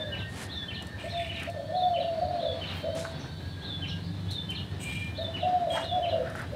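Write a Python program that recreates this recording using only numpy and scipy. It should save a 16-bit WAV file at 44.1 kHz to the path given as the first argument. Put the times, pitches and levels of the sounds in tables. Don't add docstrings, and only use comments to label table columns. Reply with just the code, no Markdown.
import sys
import numpy as np
from scipy import signal
from scipy.fft import rfft, irfft
from scipy.io import wavfile
from scipy.ndimage import uniform_filter1d

SR = 44100
rng = np.random.default_rng(int(sys.argv[2]) if len(sys.argv) > 2 else 0)


def unload_audio(sound):
    columns = np.transpose(np.atleast_2d(sound))
    steps = np.round(np.clip(columns, -1, 1) * 32767)
    wavfile.write(sys.argv[1], SR, steps.astype(np.int16))


N = 288855
TIME_S = np.arange(N) / SR

# time in seconds, traffic in dB, open air in dB, high hiss in dB before its share.
BACKGROUND_LEVELS = [(0, -40, -45.5, -59), (1.2, -42.5, -46.5, -59), (1.7, -44.5, -48.5, -58),
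                     (2.5, -46, -43.5, -50.5), (3.3, -42, -46, -53.5), (4.3, -43.5, -47, -55),
                     (5, -39, -46, -59.5), (5.6, -45.5, -43.5, -55), (6.55, -38.5, -45, -62)]
# frequency in Hz, density in dB per Hz.
TRAFFIC_COLOUR = [(30, -25), (50, -27), (63, -7), (77, 1.5), (100, 4), (125, -6), (180, -9.5), (260, -18.5),
                  (500, -55.5)]
AIR_COLOUR = [(100, -5.5), (200, 1.5), (300, 1.5), (500, -4.5), (800, -6), (1200, -12.5), (1700, -11),
              (2200, -15.5), (3200, -16.5), (5000, -23.5), (7000, -39.5), (12000, -51)]
HISS_COLOUR = [(2000, -6), (3000, -1), (3900, 14.5), (4500, -4.5), (5100, -18), (7000, -92)]
MIC_HISS_COLOUR = [(2500, -18), (5000, 0.5), (7000, -3.5), (9000, -3), (12000, -11), (16000, -14)]
MIC_HISS_DB = -65
# frequency in Hz, T60 in seconds.
GARDEN_T60 = [(100, .5), (650, 0.61), (3000, 0.14), (8000, 0.24)]
CUTOFF_HZ = 15600

# time in seconds, firings per second, level in dB.
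MOTOR_CURVE = [(0, 26.6, -48.5), (3.2, 21.8, -42.5), (3.7, 23, -38), (4.1, 24.4, -37), (5, 24.3, -42.5),
               (5.5, 22.9, -45.5), (6.55, 24.5, -47.5)]
# multiple of the firing rate, relative level in dB.
MOTOR_ORDERS = [(2, -19), (4, 2.5), (6, -2), (7, 0), (8, -6), (12, -12.5)]

# time in seconds, pitch in Hz, level in dB.
WHINE_CURVE = [(0, 3340, -66), (.95, 3080, -67), (1.6, 3130, -62), (2.4, 3065, -57), (2.8, 3150, -62),
               (3.1, 3096, -61), (3.7, 3100, -52), (4.3, 3010, -54), (5, 3037, -57), (6.55, 2994, -67)]
TRILL_CURVE = [(0, 4410, -64), (1.7, 4314, -61), (2.2, 4580, -56), (2.6, 4507, -60), (3.3, 4420, -59),
               (4, 4290, -60.5), (4.8, 4207, -59), (5.5, 4076, -66), (6.55, 3996, -67)]
LONG_WHISTLE_CURVE = [(2.74, 3116, -62), (2.77, 3160, -45), (2.805, 3160, -44), (2.85, 3110, -51),
                      (2.89, 3040, -50), (2.945, 3170, -47), (2.975, 3150, -68)]

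CHORUS_PER_S, CHORUS_DB, CHORUS_SPAN_HZ = 55, -3, 998
# time in seconds, pitch in Hz, level in dB.
PIPING_CURVE = [(.06, 1830, -43.5), (.22, 1858, -42.5), (.54, 1817, -42), (.86, 1808, -43.5),
                (1.18, 1793, -47.5), (1.5, 1788, -51.5), (2, 1805, -56.5), (2.45, 1697, -55),
                (2.77, 1575, -58), (2.95, 1582, -49), (3.25, 1573, -49.5), (3.41, 1647, -47),
                (3.57, 1642, -43), (3.89, 1627, -50.5), (4.05, 1700, -56.5), (4.35, 1702, -53),
                (4.52, 1779, -51), (4.68, 1821, -51), (5.5, 1771, -50.5), (6.5, 1780, -55)]
FIRST_PIPE_S, PIPE_EVERY_S = .052, .159
PIPE_FALL, FAR_ARCH = .015, 0.0225
# start in seconds, pitch in Hz, level in dB, fall as a share of the pitch.
ANSWERS = [(-.02, 1720, -41.5, 0.082), (.08, 1597, -45.5, 0.024), (.17, 1567, -43, 0.015),
           (.375, 1710, -53, 0.097), (.585, 1640, -48, 0.152), (.88, 1665, -48, 0.18)]
CHIPS = [(.55, 5600, -56, 0.13), (1.08, 5450, -53, 0.089), (3.185, 5780, -50.5, 0.089),
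         (3.24, 5570, -65, 0.079), (3.87, 5410, -47, 0.15), (4.03, 4630, -49, .02)]

# start, peak and end in seconds, level in dB,
# grit and hiss in dB against the ring.
SCRAPES = [(0.974, 1.015, 1.22, -49, 2.5, -13), (1.148, 1.203, 1.51, -48, 5.5, -18),
           (1.31, 1.39, 1.5, -49.5, 8.5, -32), (4.785, 4.903, 5.12, -40.5, -10, -8.5),
           (5.687, 5.76, 5.87, -41, -12, -12.5)]
# frequency in Hz, half bandwidth in Hz, level in dB.
SCRAPE_MODES = [(2320, 14, -6), (2406, 18, -2), (2680, 18, -8), (2860, 9.7, -0.5), (3000, 37, -3.5),
                (3290, 5.6, -2.5), (3600, 40, -14), (3830, 15, -13), (4900, 78, -24.5)]
BITE_MODES = [(6050, 60, -12), (6820, 69.8, -9), (7750, 50, -6), (8300, 34.6, 1), (8600, 44, -9),
              (12200, 70, -12)]
# frequency in Hz, density in dB per Hz.
SCRAPE_GRIT_COLOUR = [(1400, -24), (2300, 10), (2900, 6), (4500, -33), (8400, -21), (13500, -37)]
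SCRAPE_HISS_COLOUR = [(4500, -26), (6000, -9), (7400, -6), (8250, 6), (9200, -12), (11500, -25),
                      (12200, -15), (13200, -27)]
HISS_ATTACK_S, HISS_FADE_DB_PER_S = 0.053, 82
BITE_RING_DB = -1.5
SQUEAKS_PER_S, SQUEAK_S, SQUEAK_HZ, SQUEAK_SPREAD_OCTAVES = 230, 0.009, 2480, 0.2
# start and end in seconds, pitch in Hz, level in dB.
SQUEALS = [(0.982, 1.05, 2414, -51), (1.258, 1.283, 2395, -47), (4.85, 5.045, 2396, -39),
           (5.701, 5.762, 3260, -37.5), (5.8, 5.865, 2880, -46), (4.9, 4.998, 3293, -51)]
SQUEAL_ATTACK_S, SQUEAL_RELEASE_S = 0.005, 0.065

# start, peak and end in seconds, level in dB, centre in Hz, width in octaves.
BRUSHES = [(0.275, 0.429, 0.487, -44, 5800, 1.7), (0.29, 0.422, 0.48, -41, 1250, 2.8),
           (1.36, 1.435, 1.52, -44.5, 1530, 0.76), (2.501, 2.727, 2.92, -41, 1430, 2.5),
           (2.945, 2.984, 3.14, -42, 3000, 3.1), (5.727, 5.777, 5.87, -35, 1580, 0.67),
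           (5.725, 5.772, 5.85, -30.5, 862, 0.37), (5.706, 5.77, 5.9, -47, 3400, 1.96),
           (6.1, 6.297, 6.42, -43.5, 1520, 0.47), (6.32, 6.405, 6.47, -37.5, 1560, 0.65),
           (3.03, 3.06, 3.12, -43, 1200, .9), (2.6, 2.78, 2.88, -59, 9000, 1.7),
           (6.25, 6.39, 6.45, -57, 6100, 1.8)]
BRUSH_GRAIN_DB = 2.2
# start in seconds, dry peak in dB, T60 of the crackle in seconds.
TICKS = [(0.8232, -34.5, 0.027), (0.869, -39, .025), (1.3979, -41, .06), (1.4238, -45, 0.027),
         (1.4325, -35, 0.025), (1.4977, -39.5, 0.067), (2.951, -37.5, .08), (4.308, -36.5, 0.17),
         (4.5037, -38.5, 0.095), (6.3, -42, .03), (6.356, -43, .08), (6.394, -42, 0.052), (6.416, -42, .05)]
# start in seconds, dry peak in dB.
KNOCKS = [(3.051, -22.5), (3.2445, -37), (6.353, -24.5), (6.412, -28)]
# frequency in Hz, level in dB, T60 in seconds.
TICK_MODES = [(4900, -17, .006), (6030, 7, 0.0053), (7700, 0, 0.0046), (9040, 11, 0.0047),
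              (11400, -15, .005)]
KNOCK_MODES = [(850, -6, 0.049), (1150, -8, 0.017), (1367, -2.5, 0.045), (1503, 0.5, 0.043),
               (2040, -21, .02)]

# start in seconds, delay to the chirrup in seconds, level in dB,
# whistle pitch ratio, chirrup pitch ratio.
SONGS = [(-.1, 0.21, -36, 1.017, 0.96), (.482, 0.19, -35, 0.99, 1.013), (1.07, 0.21, -37, 1, 0.96),
         (1.73, 0.2, -36, 1, 0.98), (2.382, 0.22, -35.5, .97, 0.99), (3.61, 0.2, -35, .99, 1),
         (4.274, .206, -33.5, 1.012, 1.01), (5.14, 0.19, -35.5, 1.005, 0.96),
         (5.806, 0.21, -35.5, 0.98, 0.99)]
# time in the note in seconds, pitch in Hz, relative level in dB,
# rasp as a share of the pitch.
WHISTLE_SHAPE = [(0, 3240, -34, .01), (.014, 3400, -9.5, .02), (.031, 3720, -8, 0.032),
                 (.037, 4330, -5, .01), (.047, 3920, -4, .012), (.064, 3700, -10, 0.016),
                 (.088, 3600, -4, .006), (.112, 3500, -1, 0.0025), (.128, 3473, -6, .003),
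                 (.15, 3470, -21, .003)]
CHIRRUP_SHAPE = [(.002, 2970, -24, .01), (.014, 3090, 3.5, .006), (.028, 3066, 2.5, .012),
                 (.038, 2640, -2.5, .045), (.049, 2250, -7, .05), (.056, 2600, -17, .06),
                 (.061, 3100, -4, .05), (.067, 3900, -18, .02), (.073, 4210, -4.5, .015),
                 (.085, 3850, -1.5, .022), (.095, 3100, -1.5, .022), (.106, 2850, -2.5, 0.0093),
                 (.13, 2835, -13, .008)]
CHIRRUP_DB = -3
WALL_ECHO_S, WALL_ECHO_DB = .032, -6.5

# start, loudest moment and end in seconds, level in dB, pitch, scoop and sag in Hz,
# roughness at the onset, roughness later (both 0 to 1).
COO_NOTES = [(-.05, 0, .14, -37, 645, 45, 87, .1, 0.41),
             (1.036, 1.078, 1.08, -34.5, 705, 108, 12, 0.6, .49),
             (1.127, 1.168, 1.275, -32.5, 698, 18.3, 38, .2, .055),
             (1.472, 1.5, 1.507, -31.5, 698, 42, 10.7, 0.9, 0.51),
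             (1.544, 1.595, 1.66, -35, 690, 60, 15, .95, 0.9),
             (1.683, 1.735, 1.73, -31.5, 660, 39, 5, 0.55, .85),
             (1.735, 1.758, 1.805, -25.5, 738, 35, 8.2, 0.4, 0.53),
             (1.818, 1.865, 1.975, -22, 728, 4.6, 57, .35, .08),
             (1.979, 1.992, 2.025, -26.5, 680, 28.5, 8.9, .8, 0.77),
             (2.037, 2.055, 2.165, -28, 684, 29, 33.6, 0.4, 0.082),
             (2.17, 2.192, 2.198, -25.5, 655, 5, 15, 0, 0.043),
             (2.214, 2.23, 2.315, -24, 725, 29.4, 7.7, 0.34, 0.56),
             (2.326, 2.33, 2.415, -27, 712, 5.2, 44, 0.38, 0.37),
             (2.422, 2.444, 2.525, -27.5, 672, 32.4, 34, .7, 0.73),
             (2.836, 2.882, 2.925, -29, 690, 110.7, 36, 0.62, 0.65),
             (2.932, 2.963, 3, -29.5, 668, 46, 10.8, 0.46, 0.52),
             (5.183, 5.21, 5.24, -31.5, 682, 67, 21.6, 0.5, 0.51),
             (5.261, 5.3, 5.33, -37, 672, 48, 4.9, .5, .2),
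             (5.424, 5.465, 5.51, -24, 733, 33, 3.4, 0.6, 0.47),
             (5.519, 5.554, 5.65, -22, 730, 5.4, 46, 0.2, 0.027),
             (5.667, 5.674, 5.785, -27.5, 668, 35, 5.16, 0.52, 0.63),
             (5.917, 5.975, 6.11, -24.5, 730, 35, 63, .15, 0.45),
             (6.121, 6.138, 6.215, -24.5, 660, 13.7, 30, .35, 0.54),
             (6.52, 6.555, 6.65, -34.5, 610, 44, 25, 0.72, .67)]
COO_ATTACK_S, COO_RELEASE_S = 0.0141, 0.016
COO_SETTLE_S = 0.024
COO_SWELL_DB, COO_FADE_DB = 4, 8
COO_SCOOP_S, COO_SAG_POWER = .019, 1.7
COO_BLEND_S = .008
# start in seconds, pitch in Hz, level in dB,
# fall as a share of the pitch.
COO_SLIDES = [(2.405, 507, -38, 0.25), (2.87, 511, -46.5, 0.27), (6.11, 505.4, -36, 0.203)]


def from_db(db):
    return 10 ** (np.asarray(db) / 20)


def rms_one(x):
    return x / np.sqrt(np.mean(x ** 2) + 1e-20)


def in_time(rows, t=TIME_S):
    s, *columns = np.transpose(rows)
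    return [np.interp(t, s, column) for column in columns]


def at_hz(points, hz):
    f, value = np.transpose(points)
    return np.interp(np.log(np.maximum(hz, 1)), np.log(f), value)


def drift(rate_hz):
    f = np.arange(N // 2 + 1) * SR / N
    spectrum = rfft(rng.standard_normal(N)) / (1 + (f / rate_hz) ** 2)
    return rms_one(irfft(spectrum, N))


def noise(colour):
    f = np.arange(N // 2 + 1) * SR / N
    spectrum = rfft(rng.standard_normal(N)) * from_db(at_hz(colour, f))
    return rms_one(irfft(spectrum, N))


def band(x, low_hz, high_hz, order=2):
    edges_hz = [low_hz, min(high_hz, SR / 2 - 1000)]
    return signal.sosfilt(signal.butter(order, edges_hz, "band", fs=SR, output="sos"), x)


def resonate(x, modes):
    total = 0
    for hz, half_width_hz, db in modes:
        b, a = signal.iirpeak(hz, hz / (2 * half_width_hz), fs=SR)
        total = total + from_db(db) * signal.lfilter(b, a, x)
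    return rms_one(total)


def phase_of(hz):
    return 2 * np.pi * np.cumsum(hz) / SR


def add(out, start_s, sound):
    at = int(round(start_s * SR)) + np.arange(len(sound))
    inside = (at >= 0) & (at < N)
    out[at[inside]] += sound[inside]


def garden(x, hz, wet_db, first_s):
    t = np.arange(SR * 3 // 4) / SR
    hits = rng.random(len(t)) < (600 + 12000 * t) / SR
    decay = from_db(-60 * t / at_hz(GARDEN_T60, hz))
    echoes = rng.standard_normal(len(t)) * hits * (t > first_s) * decay
    wet = signal.fftconvolve(x, echoes / np.sqrt(np.sum(echoes ** 2)))[:N]
    return (x + from_db(wet_db) * wet) / np.sqrt(1 + from_db(2 * wet_db))


def background(hiss_share_db=-3.5):
    traffic_db, air_db, hiss_db = in_time(BACKGROUND_LEVELS)
    traffic = from_db(traffic_db + 2.43 * drift(10)) * noise(TRAFFIC_COLOUR)
    air = from_db(air_db + 1.6 * drift(10.7)) * noise(AIR_COLOUR)
    hiss = from_db(hiss_db + hiss_share_db + 0.89 * drift(8.4)) * noise(HISS_COLOUR)
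    return traffic + air + hiss + from_db(MIC_HISS_DB) * noise(MIC_HISS_COLOUR)


def motor():
    rate_hz, db = in_time(MOTOR_CURVE)
    phase = phase_of(rate_hz * (1 + 0.0092 * drift(5.8)))
    lines = np.zeros(N)
    for multiple, level_db in MOTOR_ORDERS:
        line = np.sin(multiple * phase + 2 * np.pi * rng.random())
        lines += from_db(level_db + 3.6 * drift(8.5)) * line
    return from_db(db) * rms_one(lines)


def far_tone(curve, waver, fade_db, grain):
    pitch_hz, db = in_time(curve)
    phase = phase_of(pitch_hz * (1 + waver * drift(8) + grain * drift(152.0)))
    tone = from_db(db + fade_db * drift(6.1)) * np.sin(phase)
    return garden(tone, 2800, wet_db=13.5, first_s=0.02)


def far_bird(calls, length_s, rasp):
    out, u = np.zeros(N), np.linspace(0, 1, int(length_s * SR))
    arch = np.sin(np.pi * u)
    for start_s, hz, db, fall in calls:
        quiver = rms_one(band(rng.standard_normal(len(u)), 30, 300))
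        bend = fall * (.5 - u) + FAR_ARCH * (arch - 1)
        phase = phase_of(hz * (1 + bend + rasp * quiver))
        add(out, start_s, from_db(db) * arch * np.sin(phase))
    return garden(out, 2040, wet_db=-0.5, first_s=.008)


def chorus(scatter_db=2.0, fall=0.0178):
    slots_s = np.arange(0, N / SR, 1 / CHORUS_PER_S)
    late, low = rng.random((len(slots_s), 2)).T
    size, slide = rng.standard_normal((len(slots_s), 2)).T
    top_hz = in_time(TRILL_CURVE, slots_s)[0]
    hiss_db = in_time(BACKGROUND_LEVELS, slots_s)[-1]
    level_db = hiss_db + CHORUS_DB + scatter_db * size
    return np.transpose([slots_s + late / CHORUS_PER_S, top_hz - CHORUS_SPAN_HZ * low, level_db, fall * slide])


def pipes(jitter_s=.005, scatter_hz=5, scatter_db=0.3):
    times_s = np.arange(FIRST_PIPE_S, N / SR, PIPE_EVERY_S)
    calls = np.transpose([times_s, *in_time(PIPING_CURVE, times_s)])
    calls = calls + rng.standard_normal(calls.shape) * [jitter_s, scatter_hz, scatter_db]
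    falls = PIPE_FALL * (1 + .5 * rng.standard_normal(len(calls)))
    return np.column_stack([calls, falls])


def long_whistle(waver=0.0017):
    pitch_hz, db = in_time(LONG_WHISTLE_CURVE)
    held = (TIME_S > LONG_WHISTLE_CURVE[0][0]) & (TIME_S < LONG_WHISTLE_CURVE[-1][0])
    phase = phase_of(pitch_hz * (1 + waver * drift(39)))
    return garden(held * from_db(db) * np.sin(phase), 3100, wet_db=-7, first_s=.02)


def squeaks(glide=0.1, scatter_db=3):
    out, u = np.zeros(N), np.linspace(0, 1, int(SQUEAK_S * SR))
    slots_s = np.arange(0, N / SR, 1 / SQUEAKS_PER_S)
    chances = rng.standard_normal((len(slots_s), 4))
    for slot_s, (late, high, slide, size) in zip(slots_s, chances):
        pitch_hz = SQUEAK_HZ * 2 ** (SQUEAK_SPREAD_OCTAVES * high) * (1 + glide * slide * (u - .5))
        swell = from_db(scatter_db * size) * np.sin(np.pi * u) * (1 - u)
        add(out, slot_s + late / SQUEAKS_PER_S, swell * np.sin(phase_of(pitch_hz)))
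    return rms_one(out)


def scrapes(edge_db=-13, grain_db=2.6, rub_db=-5.5, squeak_db=-1.5):
    out, grain = np.zeros(N), from_db(grain_db * drift(90))
    grit = from_db(rub_db) * grain * noise(SCRAPE_GRIT_COLOUR) + from_db(squeak_db) * squeaks()
    friction = grain * rng.standard_normal(N)
    hiss = grain * noise(SCRAPE_HISS_COLOUR) + from_db(BITE_RING_DB) * resonate(friction, BITE_MODES)
    ringing = resonate(friction, SCRAPE_MODES)
    for start_s, peak_s, end_s, db, grit_db, hiss_db in SCRAPES:
        at = np.arange(int(start_s * SR), int(end_s * SR))
        age_s = at / SR - start_s
        swell = from_db(np.interp(at / SR, [start_s, peak_s, end_s], [edge_db, 0, edge_db]))
        fade_db = HISS_FADE_DB_PER_S * np.maximum(age_s - HISS_ATTACK_S, 0)
        bite = np.clip(age_s / HISS_ATTACK_S, 0, 1) * from_db(hiss_db - fade_db)
        sound = swell * (ringing[at] + from_db(grit_db) * grit[at]) + bite * hiss[at]
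        add(out, start_s, from_db(db) * signal.windows.tukey(len(at), .1) * sound)
    return out


def squeals(waver=0.0041, grain_db=3.0):
    out, shake = np.zeros(N), from_db(grain_db * drift(45))
    wobble = 1 + waver * drift(64)
    for start_s, end_s, hz, db in SQUEALS:
        attack = np.clip((TIME_S - start_s) / SQUEAL_ATTACK_S, 0, 1)
        release = np.exp(-np.maximum(TIME_S - end_s, 0) / SQUEAL_RELEASE_S)
        out += from_db(db) * attack * release * shake * np.sin(phase_of(hz * wobble))
    return out


def brushes(edge_db=-20):
    out, grain = np.zeros(N), from_db(BRUSH_GRAIN_DB * drift(200))
    for start_s, peak_s, end_s, db, hz, octaves in BRUSHES:
        at = np.arange(int(start_s * SR), min(int(end_s * SR), N))
        swell_db = np.interp(at / SR, [start_s, peak_s, end_s], [edge_db, 0, edge_db])
        swell = from_db(db + swell_db) * signal.windows.tukey(len(at), .2)
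        half_span = 2 ** (octaves / 2)
        slips = band(rng.standard_normal(len(at)), hz / half_span, hz * half_span, order=3)
        add(out, start_s, swell * rms_one(slips * grain[at]))
    return out


def ticks(ring_db=-5, first_snap=11):
    out, t = np.zeros(N), np.arange(SR // 10) / SR
    body = sum(from_db(db - 60 * t / t60_s) * np.sin(2 * np.pi * hz * t) for hz, db, t60_s in TICK_MODES)
    for start_s, db, t60_s in TICKS:
        snaps = np.clip(rng.standard_normal(len(t)) ** 3, -first_snap, first_snap) * from_db(-60 * t / t60_s)
        snaps[0] = first_snap
        ring = rms_one(signal.fftconvolve(snaps, body)[:len(t)])
        tick = rms_one(band(snaps, 2900, 10800)) + from_db(ring_db) * ring
        add(out, start_s, from_db(db) * tick / np.abs(tick).max())
    return garden(out, 8000, wet_db=-10, first_s=.008)


def knocks(crack_db=-9, crack_t60_s=0.015):
    out, t = np.zeros(N), np.arange(SR // 10) / SR
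    for start_s, db in KNOCKS:
        body = np.zeros(len(t))
        for hz, level_db, t60_s in KNOCK_MODES:
            decay = from_db(level_db + rng.standard_normal() - 60 * t / t60_s)
            body += decay * np.sin(2 * np.pi * hz * t)
        crack = band(rng.standard_normal(len(t)) * from_db(-60 * t / crack_t60_s), 700, 2600)
        knock = body + from_db(crack_db) * crack / np.abs(crack).max()
        add(out, start_s, from_db(db) * knock / np.abs(knock).max())
    return garden(out, 3300, wet_db=-9, first_s=.006)


def note(shape, level_db, ratio, waver):
    t = np.arange(int(shape[-1][0] * SR)) / SR
    pitch_hz, db, rasp = in_time(shape, t)
    wobble = np.interp(t, np.linspace(0, t[-1], num=20), rng.standard_normal(20))
    tremor = rms_one(band(rng.standard_normal(len(t)), 105, 277))
    phase = phase_of(pitch_hz * ratio * (1 + waver * wobble + rasp * tremor))
    return np.sqrt(2) * from_db(level_db + db) * np.sin(phase)


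def small_bird(direct_db=-3, walls_db=-2.5, walls_t60_s=0.18):
    out = np.zeros(N)
    for start_s, delay_s, db, whistle_ratio, chirrup_ratio in SONGS:
        add(out, start_s, note(WHISTLE_SHAPE, db, whistle_ratio, waver=0.0034))
        add(out, start_s + delay_s, note(CHIRRUP_SHAPE, db + CHIRRUP_DB, chirrup_ratio, waver=0.0067))
    echo = from_db(WALL_ECHO_DB) * np.interp(TIME_S - WALL_ECHO_S, TIME_S, out, left=0)
    t = np.arange(SR // 14) / SR
    hits = (rng.random(len(t)) < 700 / SR) * (t > .004)
    walls = rng.standard_normal(len(t)) * hits * from_db(-60 * t / walls_t60_s)
    early = signal.fftconvolve(out, walls / np.sqrt(np.sum(walls ** 2)))[:N]
    near = from_db(direct_db) * (out + echo) + from_db(walls_db) * early
    return garden(near, 5000, wet_db=-9, first_s=0.03)


def coo_controls():
    pitch_hz, rough, effort = np.zeros((3, N))
    for start_s, peak_s, end_s, db, hz, scoop_hz, sag_hz, onset_rough, later_rough in COO_NOTES:
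        age_s = np.maximum(TIME_S - start_s, 0)
        spent = np.minimum(age_s / (end_s - start_s), 1.1)
        begun = TIME_S >= start_s - COO_ATTACK_S / 2
        bent_hz = hz - scoop_hz * np.exp(-age_s / COO_SCOOP_S) - sag_hz * spent ** COO_SAG_POWER
        pitch_hz = np.where(begun, bent_hz, pitch_hz)
        settling = np.interp(TIME_S, [peak_s - COO_SETTLE_S, peak_s], [onset_rough, later_rough])
        rough = np.where(begun, settling, rough)
        attack = np.clip((TIME_S - start_s) / COO_ATTACK_S + .5, 0, 1)
        release = np.exp(-np.maximum(TIME_S - end_s, 0) / COO_RELEASE_S)
        swell_db = np.interp(TIME_S, [start_s, peak_s, end_s], [-COO_SWELL_DB, 0, -COO_FADE_DB])
        effort = np.maximum(effort, attack * release * from_db(db + swell_db))
    return pitch_hz, rough, effort


def dove(roll_hz=76, roll_width_hz=52, roll_depth=0.95, overtone_db=-40):
    controls = np.array(coo_controls())
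    pitch_hz, rough, effort = uniform_filter1d(controls, size=int(COO_BLEND_S * SR), axis=1)
    phase = phase_of(pitch_hz * (1 + 0.0045 * drift(28.5)))
    chance = rng.standard_normal(N) + 1j * rng.standard_normal(N)
    smear = signal.sosfilt(signal.butter(3, roll_width_hz, fs=SR, output="sos"), chance)
    flutter = smear / np.std(smear) * np.exp(-2j * np.pi * roll_hz * TIME_S)
    rough = np.clip(rough, 0, .95)
    steady = np.sqrt(1 - rough ** 2)
    voice = np.imag(np.exp(1j * phase) * (steady + roll_depth * rough * flutter))
    voice = voice / np.sqrt(uniform_filter1d(voice ** 2, size=1300) + 1e-3)
    overtone = from_db(overtone_db) * np.sin(2 * phase)
    coos = garden(effort * (voice + overtone), 770, wet_db=-6.5, first_s=0.015)
    return coos + far_bird(COO_SLIDES, length_s=.18, rasp=.035)


def scene():
    far = background() + motor()
    far += far_tone(WHINE_CURVE, waver=0.008, fade_db=2.5, grain=0.00197)
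    far += far_tone(TRILL_CURVE, waver=.013, fade_db=1.5, grain=0.00497)
    far_birds = far_bird(chorus(), length_s=0.1012, rasp=.007)
    far_birds += far_bird(pipes(), length_s=0.125, rasp=0.012)
    far_birds += far_bird(ANSWERS, length_s=0.09, rasp=0.015)
    far_birds += far_bird(CHIPS, length_s=0.0526, rasp=0.049) + long_whistle()
    metal = scrapes() + squeals()
    close = brushes() + ticks() + knocks()
    near_birds = small_bird() + dove()
    return (far + far_birds + metal + close + near_birds)[None, :]


def record(dry):
    thin = signal.sosfilt(signal.butter(2, 45, "high", fs=SR, output="sos"), dry)
    return signal.sosfilt(signal.ellip(10, .1, 80, CUTOFF_HZ, fs=SR, output="sos"), thin)


dry = scene()
out = record(dry)
unload_audio(out)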